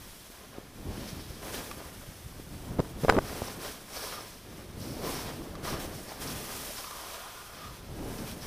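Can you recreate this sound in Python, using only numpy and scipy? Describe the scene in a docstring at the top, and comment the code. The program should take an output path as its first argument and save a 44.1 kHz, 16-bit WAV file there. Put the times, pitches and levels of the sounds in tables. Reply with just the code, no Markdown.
"""Skiing through soft snow

A skier links turns, heard from a small helmet camera. Each push of the skis sets off many tiny impacts
whose sum is hiss, crunch and sizzle; stick-slip friction and lumps of crust make the skis ring.
Turbulence buffets the microphone and hollow whooshes slide in pitch. Something knocks and rubs on the
housing, mostly around three seconds in. Beneath it all lie the camera's faint whine and hiss."""
import sys
import numpy as np
from scipy import signal
from scipy.fft import rfft, irfft, next_fast_len
from scipy.io import wavfile

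SR = 44100
rng = np.random.default_rng(int(sys.argv[2]) if len(sys.argv) > 2 else 0)


def master_out(mix):
    """Clip the mix to full scale and print it as 16-bit PCM to the path in sys.argv[1]."""
    frames = np.transpose(np.atleast_2d(mix))
    ceiling = np.clip(frames, -1, 1)
    pcm = np.round(ceiling * 32767).astype(np.int16)
    wavfile.write(sys.argv[1], SR, pcm)


N = 373438
TIME = np.arange(N) / SR
FFT_SIZE = next_fast_len(N, True)
FREQ = np.maximum(np.arange(FFT_SIZE // 2 + 1) * SR / FFT_SIZE, 1)

# one swish per push of the skis: (start [s], rise [s], hold [s], fade [dB/s],
# hiss [dB], crunch [dB], sizzle [dB], treble lift of the hiss [dB])
SWISHES = [(0.0, 0.0027, .06, 47, -53.5, -67, -72, 3.5), (0.33, 0.027, .03, 135, -68, -56, -76, -5),
           (0.515, 0.033, 0.018, 146, -62, -49, -76, -8), (0.838, 0.18, 0.04, 26, -46.5, -62, -57, -2),
           (1.392, 0.063, 0.093, 29.5, -47.5, -45.5, -67, 4.5),
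           (1.514, 0.028, 0.009, 131, -40, -44, -52, -2), (2.986, 0.027, 0.041, 60, -47.5, -52, -68, 2.5),
           (3.182, 0.094, 0.23, 112, -46.5, -45, -55.5, 2.5),
           (3.584, 0.051, 0.028, 80, -43.5, -44.5, -53, 2.5),
           (3.874, 0.089, 0.12, 56, -43.5, -47.5, -49, 3), (4.07, 0.02, 0.055, 80, -47, -48, -63, -9),
           (4.447, 0.097, 0.075, 64, -72, -57, -67, -4), (4.756, 0.052, 0.049, 32, -52, -64, -54, 5.5),
           (4.96, 0.11, 0.12, 77, -42.5, -47, -52, 1.5), (5.12, .06, .03, 127, -48, -49, -48, 2),
           (5.23, 0.027, 0.04, 240, -45.5, -44.5, -64, -11),
           (5.621, 0.034, 0.064, 134, -41.5, -39.5, -46, 0.5), (5.787, 0.014, 0.021, 150, -43, -68, -69, 3),
           (5.897, 0.053, .03, 37, -52, -51.5, -57, 5), (6.063, 0.029, 0.019, 116, -48, -48, -59, -1),
           (6.193, 0.025, 0.094, 16, -43.5, -49, -60, 3), (6.255, 0.027, .025, 150, -52, -56, -50, -1),
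           (6.347, 0.19, .15, 30, -45.5, -48, -58, 5.5), (6.758, 0.013, 0.014, 103, -44.5, -56, -49, 1),
           (6.84, 0.18, .12, 28, -45, -51.5, -61, -0.5), (7.485, 0.075, .1, 61, -51, -52.5, -64, -14),
           (7.91, 0.24, .07, 58, -52.5, -50.5, -62, 5), (8.18, .003, 0.0043, 700, -62, -60, -48, -2),
           (8.255, 0.024, 0.015, 183, -44, -65, -57, 0), (8.395, .035, 0.025, 64, -49.5, -48, -55, 3.5)]
# the skier rises and the skis go light: (time [s], half-width [s])
UNWEIGHTINGS = [(.62, 0.16), (2.95, 0.025), (4.45, 0.087), (4.715, 0.11), (5.57, 0.05), (7.865, 0.09)]
# loose snow spraying off the skis: (frequency [Hz], spectral level [dB])
SPRAY_SPECTRUM = [(60, 8.5), (300, -3.5), (1800, 1), (2500, 0), (4400, -0.9), (6200, -1.5), (6900, -6),
                  (8500, -4), (10500, -3.5), (11800, -6), (13500, -4), (15500, -10)]
# resonances of the microphone port: (frequency [Hz], width [Hz], lift [dB])
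PORT_MODES = [(1610, 120, -1), (3320, 540, 2.5), (5240, 130, 3)]
# snow packing under the bases: (frequency [Hz], spectral level [dB])
CRUNCH_SPECTRUM = [(60, -52), (200, -4), (400, -0.5), (700, -0.5), (900, -3.5), (1400, -6), (1800, -6.5),
                   (2500, -11.5), (6000, -21.5), (15000, -54)]
# ski resonances excited by the crunch: (frequency [Hz], width [Hz], lift [dB])
SKI_MODES = [(415, 140, 2.5), (564, 100, 3), (750, 81, 1.5), (1030, 42, 7.5), (1205, 62, 6.5),
             (1400, 50, 3), (1630, 67, 4), (1810, 70, 0)]
# edges shaving the crust: (frequency [Hz], spectral level [dB])
SIZZLE_SPECTRUM = [(2500, -35), (4200, -3.5), (5000, -3), (5400, 1), (6100, -6.5), (6900, -30), (9000, -47)]
# three resonances of a carving ski: (frequency [Hz], width [Hz])
CARVE_MODES = [(1025, 86), (1215, 54), (1400, 90)]
# their levels, one curve per turn: (time [s], lower [dB], middle [dB], upper [dB])
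CARVE_CURVES = [
    [(3.89, -67, -70, -76), (3.95, -58, -64, -68), (4.09, -52, -56, -71), (4.18, -56, -47, -64),
     (4.25, -68, -70, -74)],
    [(4.95, -67, -72, -76), (5.08, -50, -58, -66), (5.28, -52, -58, -64), (5.34, -71.5, -72, -78)],
    [(5.63, -60, -59, -70), (5.668, -39, -40, -56), (5.7, -52, -58, -58), (5.78, -60, -58, -68)],
    [(6.2, -66, -59, -72), (6.6, -58, -55, -64), (6.755, -66, -66, -72), (6.776, -51.5, -56, -61),
     (7.0, -51, -52, -62), (7.13, -51, -56, -64), (7.202, -55, -55, -58), (7.4, -54, -56, -55),
     (7.55, -68, -61, -58), (7.63, -64, -48, -66), (7.69, -56, -50, -66), (7.76, -66, -64, -74)],
]
# skis striking lumps of crust: (time [s], level [dB])
CLACKS = [(1.713, -31.5), (5.553, -35.5), (6.782, -37), (6.842, -33.5), (6.91, -34), (7.143, -38)]
# airflow over the microphone, swelling with speed: (time [s], relative level [dB], corner [Hz])
WIND_CURVE = [(0, -49.5, 240), (.28, -56.5, 170), (.74, -47.5, 200), (.93, -39, 290), (1.06, -41.5, 260),
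              (1.36, -46.5, 214), (1.55, -42, 384), (2.12, -48.5, 130), (2.35, -46.5, 133),
              (2.72, -40, 246), (3.3, -40.5, 264), (3.64, -45, 380), (3.96, -53, 330), (4.12, -49.5, 300),
              (4.34, -50, 210), (4.55, -45.5, 210), (4.74, -43, 231), (5.03, -38.5, 390),
              (5.24, -38.5, 320), (5.36, -40, 310), (5.54, -42, 355), (5.73, -38, 380), (6.14, -46.5, 374),
              (6.27, -39, 305), (6.64, -49.5, 202), (7.14, -67.5, 110), (7.55, -51, 170),
              (7.87, -43.5, 203), (7.93, -39.5, 202), (8.05, -38.5, 260), (8.2, -38, 280),
              (8.34, -38.5, 230), (8.47, -45.5, 300)]
# single gusts on the port: (time [s], relative level [dB], width [s], corner [Hz])
PUFFS = [(.11, -45, 0.012, 60), (.872, -36, 0.013, 300), (.885, -35.5, .022, 80), (.98, -42, .025, 180),
         (1.13, -41, 0.01, 200), (1.206, -46, 0.014, 120), (1.31, -37.5, 0.01, 149),
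         (1.565, -44, 0.044, 520), (2.088, -41, .012, 150), (2.259, -40, 0.012, 150),
         (2.54, -46, 0.016, 383), (2.715, -34.5, 0.012, 199), (2.765, -39, 0.018, 190),
         (2.797, -25.5, 0.0061, 191), (3.179, -23, 0.009, 240), (3.235, -38.5, 0.021, 150),
         (3.425, -33, 0.0065, 197), (4.811, -39, 0.019, 220), (5.055, -36, 0.049, 560),
         (5.24, -44, 0.034, 200), (5.745, -35, 0.014, 200), (5.96, -41, .012, 150),
         (6.33, -42.5, 0.063, 200), (7.689, -45.5, 0.026, 119), (8.05, -38.5, 0.01, 450),
         (8.21, -39, 0.012, 330), (8.31, -47, 0.024, 131.5)]
# sliding noise bands, one curve per whoosh: (time [s], centre [Hz], relative level [dB])
WHOOSH_CURVES = [
    [(1.43, 300, -62), (1.55, 408.5, -45), (1.63, 412, -49), (1.75, 352, -62)],
    [(4.36, 240, -71), (4.56, 340, -50), (4.72, 380, -56), (4.88, 562.4, -52), (5.06, 470, -42),
     (5.3, 428, -59), (5.5, 480, -65.5)],
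    [(6.065, 562, -58), (6.09, 683, -45), (6.125, 830, -50), (6.15, 880, -60)],
    [(6.51, 739, -62), (6.55, 560, -52), (6.6, 271.5, -48), (6.65, 424, -58), (6.71, 620, -46),
     (6.76, 740, -63)],
    [(6.9, 558, -64), (7.04, 720, -53), (7.14, 640, -50), (7.25, 746, -54), (7.5, 760, -57)],
]
# knocks on the housing: (time [s], peak [dB], pitch [Hz], shell crack [dB])
KNOCKS = [(.301, -38, 320, -56), (0.5835, -26.5, 317, -70), (2.398, -32, 300, -67), (2.7868, -26, 620, -56),
          (2.789, -17, 200, -65), (2.7938, -16.5, 650, -41.5), (2.7967, -19, 380, -60),
          (2.8013, -16, 380, -43), (2.8044, -28, 420, -50), (2.847, -36, 1100, -50), (2.851, -33, 850, -65),
          (2.8543, -35, 1200, -67), (3.0482, -11.5, 470, -38), (3.055, -25, 500, -60),
          (3.083, -11, 600, -48), (3.0849, -14, 850, -50), (3.0923, -10, 1250, -49), (3.0944, -4, 600, -29),
          (3.0955, -13, 1490, -38), (3.0971, -9, 750, -26), (3.0986, -1, 1520, -19),
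          (3.1027, -25, 1700, -38), (3.1092, -26, 1900, -50), (3.124, -12, 746, -34),
          (3.1371, -22, 478, -55), (3.143, -24, 350, -55), (3.1652, -15.5, 282, -55),
          (3.1679, -17, 1200, -51), (3.1728, -14, 330, -52), (3.1763, -15, 440, -55),
          (3.184, -7.5, 457, -50), (3.1857, -19, 990, -46), (3.1877, -11.5, 1140, -33),
          (3.1891, -14, 750, -40), (3.4195, -17, 500, -57)]
# stiff resonances of the shell: (frequency [Hz], relative level [dB], 60 dB decay time [s])
SHELL_MODES = [(1490, 3, 0.017), (2100, 3, .004), (2800, -2, 0.0063), (3830, 2.5, 0.0048),
               (4860, -1, 0.0059), (6800, -3.5, 0.0035), (10500, -11, 0.0027)]
# rubs on the housing: (start [s], length [s], level [dB])
RUBS = [(2.784, 0.027, -31.5), (3.03, 0.027, -31.5), (3.08, 0.034, -27), (3.1, 0.021, -27),
        (3.122, 0.04, -29), (3.162, 0.034, -31.5)]
# rubbing common to both ports: (frequency [Hz], spectral level [dB])
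RUB_MID_SPECTRUM = [(40, -18), (150, 5.5), (280, -9), (450, 2.5), (750, -15), (1000, -10), (1600, -18),
                    (2500, -26), (5000, -41), (15000, -51)]
# rubbing that differs between the ports: (frequency [Hz], spectral level [dB])
RUB_SIDE_SPECTRUM = [(20, -12), (60, 3), (150, -4), (400, 2), (1000, -1), (2000, -5), (4000, -9),
                     (8000, -15), (15000, -24)]
# self-noise of each microphone: (frequency [Hz], spectral level [dB])
MIC_SPECTRUM = [(100, -17), (300, -8), (700, -1), (1500, -3), (3000, -8.5), (8000, 16.5), (15000, 7)]


def ski_levels(glide_hiss_db=-53.5, glide_crunch_db=-59, glide_lift_db=2.3):
    """Incoherent sources add in power: glide plus swishes give hiss, crunch, sizzle and lift in dB."""
    lightness = sum(np.exp(-((TIME - s) / width) ** 2) for s, width in UNWEIGHTINGS)
    hiss = from_db(glide_hiss_db - 1.5 * lightness) ** 2   # light skis glide more quietly
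    treble = hiss * from_db(glide_lift_db - 3 * lightness) ** 2   # and sound duller
    packing, edge = from_db(glide_crunch_db) ** 2, 1e-12
    for start, rise, hold, fade, hiss_db, crunch_db, sizzle_db, lift_db in SWISHES:
        age = TIME - start
        push = np.clip(age / rise, 0, 1) * from_db(-fade * np.maximum(age - rise - hold, 0))
        hiss += (push * from_db(hiss_db)) ** 2
        treble += (push * from_db(hiss_db + lift_db)) ** 2
        packing += (push * from_db(crunch_db)) ** 2
        edge += (push * from_db(sizzle_db)) ** 2
    return 10 * np.log10([hiss, packing, edge, treble / hiss])


def spray(hiss_db, lift_db, flutter_db=0.84):
    """Shot noise: countless fine grains merge into a hiss, brighter when the powder flies."""
    hiss = colour(grains(per_s=24000, spread_db=2), spectrum_db(SPRAY_SPECTRUM) + peaks_db(PORT_MODES))
    treble = filtered(hiss, np.clip(np.log2(FREQ / 4100), 0, 1))
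    lifted = hiss + (from_db(lift_db) - 1) * treble
    return lifted * from_db(hiss_db + flutter_db * drift(22))


def body_echoes(direct, echo_gain=0.091, sway=0.044):
    """Comb filtering: reflections off arms and slope, on swaying paths, interfere with the direct sound."""
    out = direct.copy()
    for delay_s in (.0013, .0031, .0062):
        swaying_delay = delay_s * (1 + sway * drift(0.88))
        out += echo_gain * np.interp(TIME - swaying_delay, TIME, direct)
    return out / np.sqrt(1 + 2 * echo_gain ** 2)


def crunch(level_db, judder_db=2):
    """Forced vibration: snow collapsing in coarse grains drives the modes of the juddering skis."""
    body_db = spectrum_db(CRUNCH_SPECTRUM) + peaks_db(SKI_MODES)
    packing = colour(grains(per_s=2200, spread_db=2.5), body_db)
    return packing * from_db(level_db + judder_db * drift(24))


def sizzle(level_db, flutter_db=3):
    """Abrasion: the edges shave tiny crystals off the crust in quick, uneven spurts."""
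    shaving = colour(grains(per_s=5000, spread_db=1.5), spectrum_db(SIZZLE_SPECTRUM))
    return shaving * from_db(level_db + flutter_db * drift(34))


def carve(rough_db=1.5, flex=0.01184):
    """Stick-slip friction on the edge keeps the ski ringing roughly; its modes waver as it flexes."""
    gains = sum(from_db(in_time(turn)) * during(turn) for turn in CARVE_CURVES)
    bend = 1 + flex * drift(7.01)
    ringing = sum(gain * narrow_noise(hz * bend, width) for (hz, width), gain in zip(CARVE_MODES, gains))
    return ringing * unit_rms(from_db(rough_db * drift(60)))


def clacks(crack_db=-5, ring_hz=1170, t60_s=0.032):
    """Brittle fracture: a lump of crust cracks and leaves the ski in free, decaying vibration."""
    lowpass_db = -10 * np.log10(1 + (FREQ / 3500) ** 2)
    crack = colour(rng.standard_normal(N), spectrum_db(SPRAY_SPECTRUM) + lowpass_db)
    out = np.zeros(N)
    for start, db in CLACKS:
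        near, age = time_after(start, length_s=0.2)
        ring = np.sin(2 * np.pi * ring_hz * age)
        out[near] += (ring + from_db(crack_db) * crack[near]) * from_db(db - 60 * age / t60_s)
    return out


def wind(slope=3.02, gust_db=1.3, eddy_db=1.43, trim_db=-3, rumble_hz=40):
    """Turbulence at the port: a power law falls above the corner, and each eddy size flickers alone."""
    level_db, corner_hz = in_time(WIND_CURVE)
    white = rfft(rng.standard_normal(N), FFT_SIZE)
    out = np.zeros(N)
    for hz in np.geomspace(20, 5120, 13):
        band = np.maximum(1 - 1.5 * np.abs(np.log2(FREQ / hz)), 0)   # triangles 2/3 octave apart
        eddies = irfft(white * band, FFT_SIZE)[:N]
        rumble = 1 + rumble_hz / (hz + rumble_hz)
        power = SR / 2 / corner_hz * rumble / (1 + (hz / corner_hz) ** slope)
        hump_db = 0.5 * np.exp(-(2 * np.log2(hz / corner_hz)) ** 2)
        out += eddies * np.sqrt(power) * from_db(hump_db + eddy_db * drift(32))
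    return out * from_db(level_db + trim_db + gust_db * drift(11.5))


def puffs(band_ratio=3.85, trim_db=-2):
    """Pressure pulses: large eddies strike the port singly; faster ones reach higher frequencies."""
    out = np.zeros(N)
    for s, db, width_s, corner_hz in PUFFS:
        centre = int(s * SR)
        near = slice(max(centre - SR // 8, 0), centre + SR // 8)
        swell = np.exp(-((TIME[near] - s) / width_s) ** 2 / 2)
        band = signal.butter(3, [corner_hz / band_ratio, corner_hz], "band", fs=SR, output="sos")
        eddy = swell * signal.sosfilt(band, rng.standard_normal(SR // 2))[-len(swell):]
        out[near] += from_db(db + trim_db) * unit_rms(eddy) * np.sqrt(np.mean(swell ** 2))
    return out


def whooshes(width_hz=75, trim_db=-4):
    """Narrow-band noise has a hollow pitch, which slides up and down through the turn."""
    out = np.zeros(N)
    for sweep in WHOOSH_CURVES:
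        hz, db = in_time(sweep)
        out += from_db(db + trim_db) * during(sweep) * narrow_noise(hz, width_hz)
    return out


def knocks(contact_cycles=0.16, t60_cycles=2.95, port_spread=0.21):
    """Impulse response: the damped housing swings briefly; its shell modes reach each port unequally."""
    out = np.zeros((2, N))
    for start, peak_db, hz, crack_db in KNOCKS:
        near, age = time_after(start, length_s=0.05)
        cycles = hz * age
        onset = 1 - np.exp(-(cycles / contact_cycles) ** 2)   # the force builds up over the contact
        swing = onset * np.sin(2 * np.pi * cycles) * from_db(-60 * cycles / t60_cycles)
        out[:, near] += from_db(peak_db) * swing / np.abs(swing).max()
        for mode_hz, mode_db, t60_s in SHELL_MODES:
            mode = np.sin(2 * np.pi * mode_hz * age) * from_db(crack_db + mode_db - 60 * age / t60_s)
            lean = port_spread * rng.standard_normal()
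            out[:, near] += mode * [[1 + lean], [1 - lean]]
    return out


def rubs(ramp_s=0.0059, side_db=-14):
    """Sliding friction: uneven slips on the housing, so close that the two ports hear them differently."""
    pressure = np.zeros(N)
    for start, length, db in RUBS:
        inside_s = np.minimum(TIME - start, start + length - TIME)
        pressure += from_db(db) * np.clip(inside_s / ramp_s, 0, 1)
    mid = colour(grains(per_s=2000, spread_db=2.5), spectrum_db(RUB_MID_SPECTRUM))
    side = colour(grains(per_s=2800, spread_db=8), spectrum_db(RUB_SIDE_SPECTRUM))
    return pressure * (mid + from_db(side_db) * side * [[1], [-1]])


def whine(hz=11100, waver_hz=4, rms_db=-72):
    """Random frequency modulation makes the camera's faint electronic tone waver."""
    phase = 2 * np.pi * np.cumsum(hz + waver_hz * drift(12)) / SR
    return from_db(rms_db) * np.sqrt(2) * np.sin(phase)


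def mic_hiss(rms_db=-71.5):
    """Self-noise: the two microphones hiss faintly, uncorrelated with each other."""
    return from_db(rms_db) * colour(rng.standard_normal((2, N)), spectrum_db(MIC_SPECTRUM))


def grains(per_s, spread_db):
    """A Poisson process: impulses of random time, size and sign, at unit rms."""
    sizes = from_db(spread_db * np.minimum(rng.exponential(1, N), 4))
    hits = rng.random(N) < per_s / SR
    return unit_rms(hits * sizes * rng.choice([-1, 1], N))


def drift(rate_hz):
    """Low-passed noise of unit rms: a smooth fluctuation with little above rate_hz."""
    step, settle = 40, 2000   # audio samples per point; points dropped while the filter settles
    pole = np.exp(-2 * np.pi * rate_hz * step / SR)
    white = rng.standard_normal(N // step + settle + 2)
    slow = signal.lfilter([1], [1, -2 * pole, pole * pole], white)[settle:]
    return np.interp(np.arange(N) / step, np.arange(len(slow)), unit_rms(slow))


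def narrow_noise(hz, width_hz):
    """Quadrature modulation: two slow noises form a band about a moving centre."""
    phase = 2 * np.pi * np.cumsum(hz) / SR
    return drift(width_hz) * np.cos(phase) + drift(width_hz) * np.sin(phase)


def spectrum_db(points):
    """Interpolation of (frequency [Hz], level [dB]) points on a log-frequency axis."""
    hz, db = np.transpose(points)
    return np.interp(np.log(FREQ), np.log(hz), db)


def peaks_db(modes):
    """Resonances as Lorentzian humps on a decibel spectrum."""
    return sum(db / (1 + (2 * (FREQ - hz) / width) ** 2) for hz, width, db in modes)


def filtered(x, gain):
    """Linear filtering: one gain per frequency."""
    return irfft(rfft(x, FFT_SIZE) * gain, FFT_SIZE)[..., :N]


def colour(x, db):
    """Spectral shaping, at unit rms."""
    return unit_rms(filtered(x, from_db(db)))


def in_time(rows):
    """Linear interpolation of each column against the first, time."""
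    times, *columns = np.transpose(rows)
    return [np.interp(TIME, times, column) for column in columns]


def during(rows):
    """A rectangular window from the first to the last point of a curve."""
    return (TIME > rows[0][0]) & (TIME < rows[-1][0])


def time_after(start_s, length_s):
    """The samples that follow an impact, and their age in seconds."""
    first = int(start_s * SR)
    near = slice(first, first + int(length_s * SR))
    return near, np.maximum(TIME[near] - start_s, 0)


def from_db(db):
    """Decibels to amplitude ratio."""
    return 10 ** (np.asarray(db) / 20)


def unit_rms(x):
    """Normalisation to unit power."""
    return x / np.sqrt(np.mean(x ** 2) + 1e-20)


def scene():
    """Superposition: skis and wind are centred; only shell cracks, rubs and self-noise have width."""
    hiss_db, crunch_db, sizzle_db, lift_db = ski_levels()
    snow = body_echoes(spray(hiss_db, lift_db)) + crunch(crunch_db) + sizzle(sizzle_db)
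    skis = snow + carve() + clacks()
    noise_floor = mic_hiss()
    air = wind() + whooshes() + puffs()
    return skis + air + knocks() + rubs() + whine() + noise_floor


def record(dry):
    """Band limiting and saturation: the camera drops deep rumble, rounds peaks and cuts the top."""
    low_hz, high_hz = 12, 15450
    highpass = signal.butter(2, low_hz, "high", fs=SR, output="sos")
    lowpass = signal.ellip(12, .1, 80, high_hz, fs=SR, output="sos")
    rounded = np.tanh(signal.sosfilt(highpass, dry))
    return signal.sosfilt(lowpass, rounded)


dry = scene()
out = record(dry)
master_out(out)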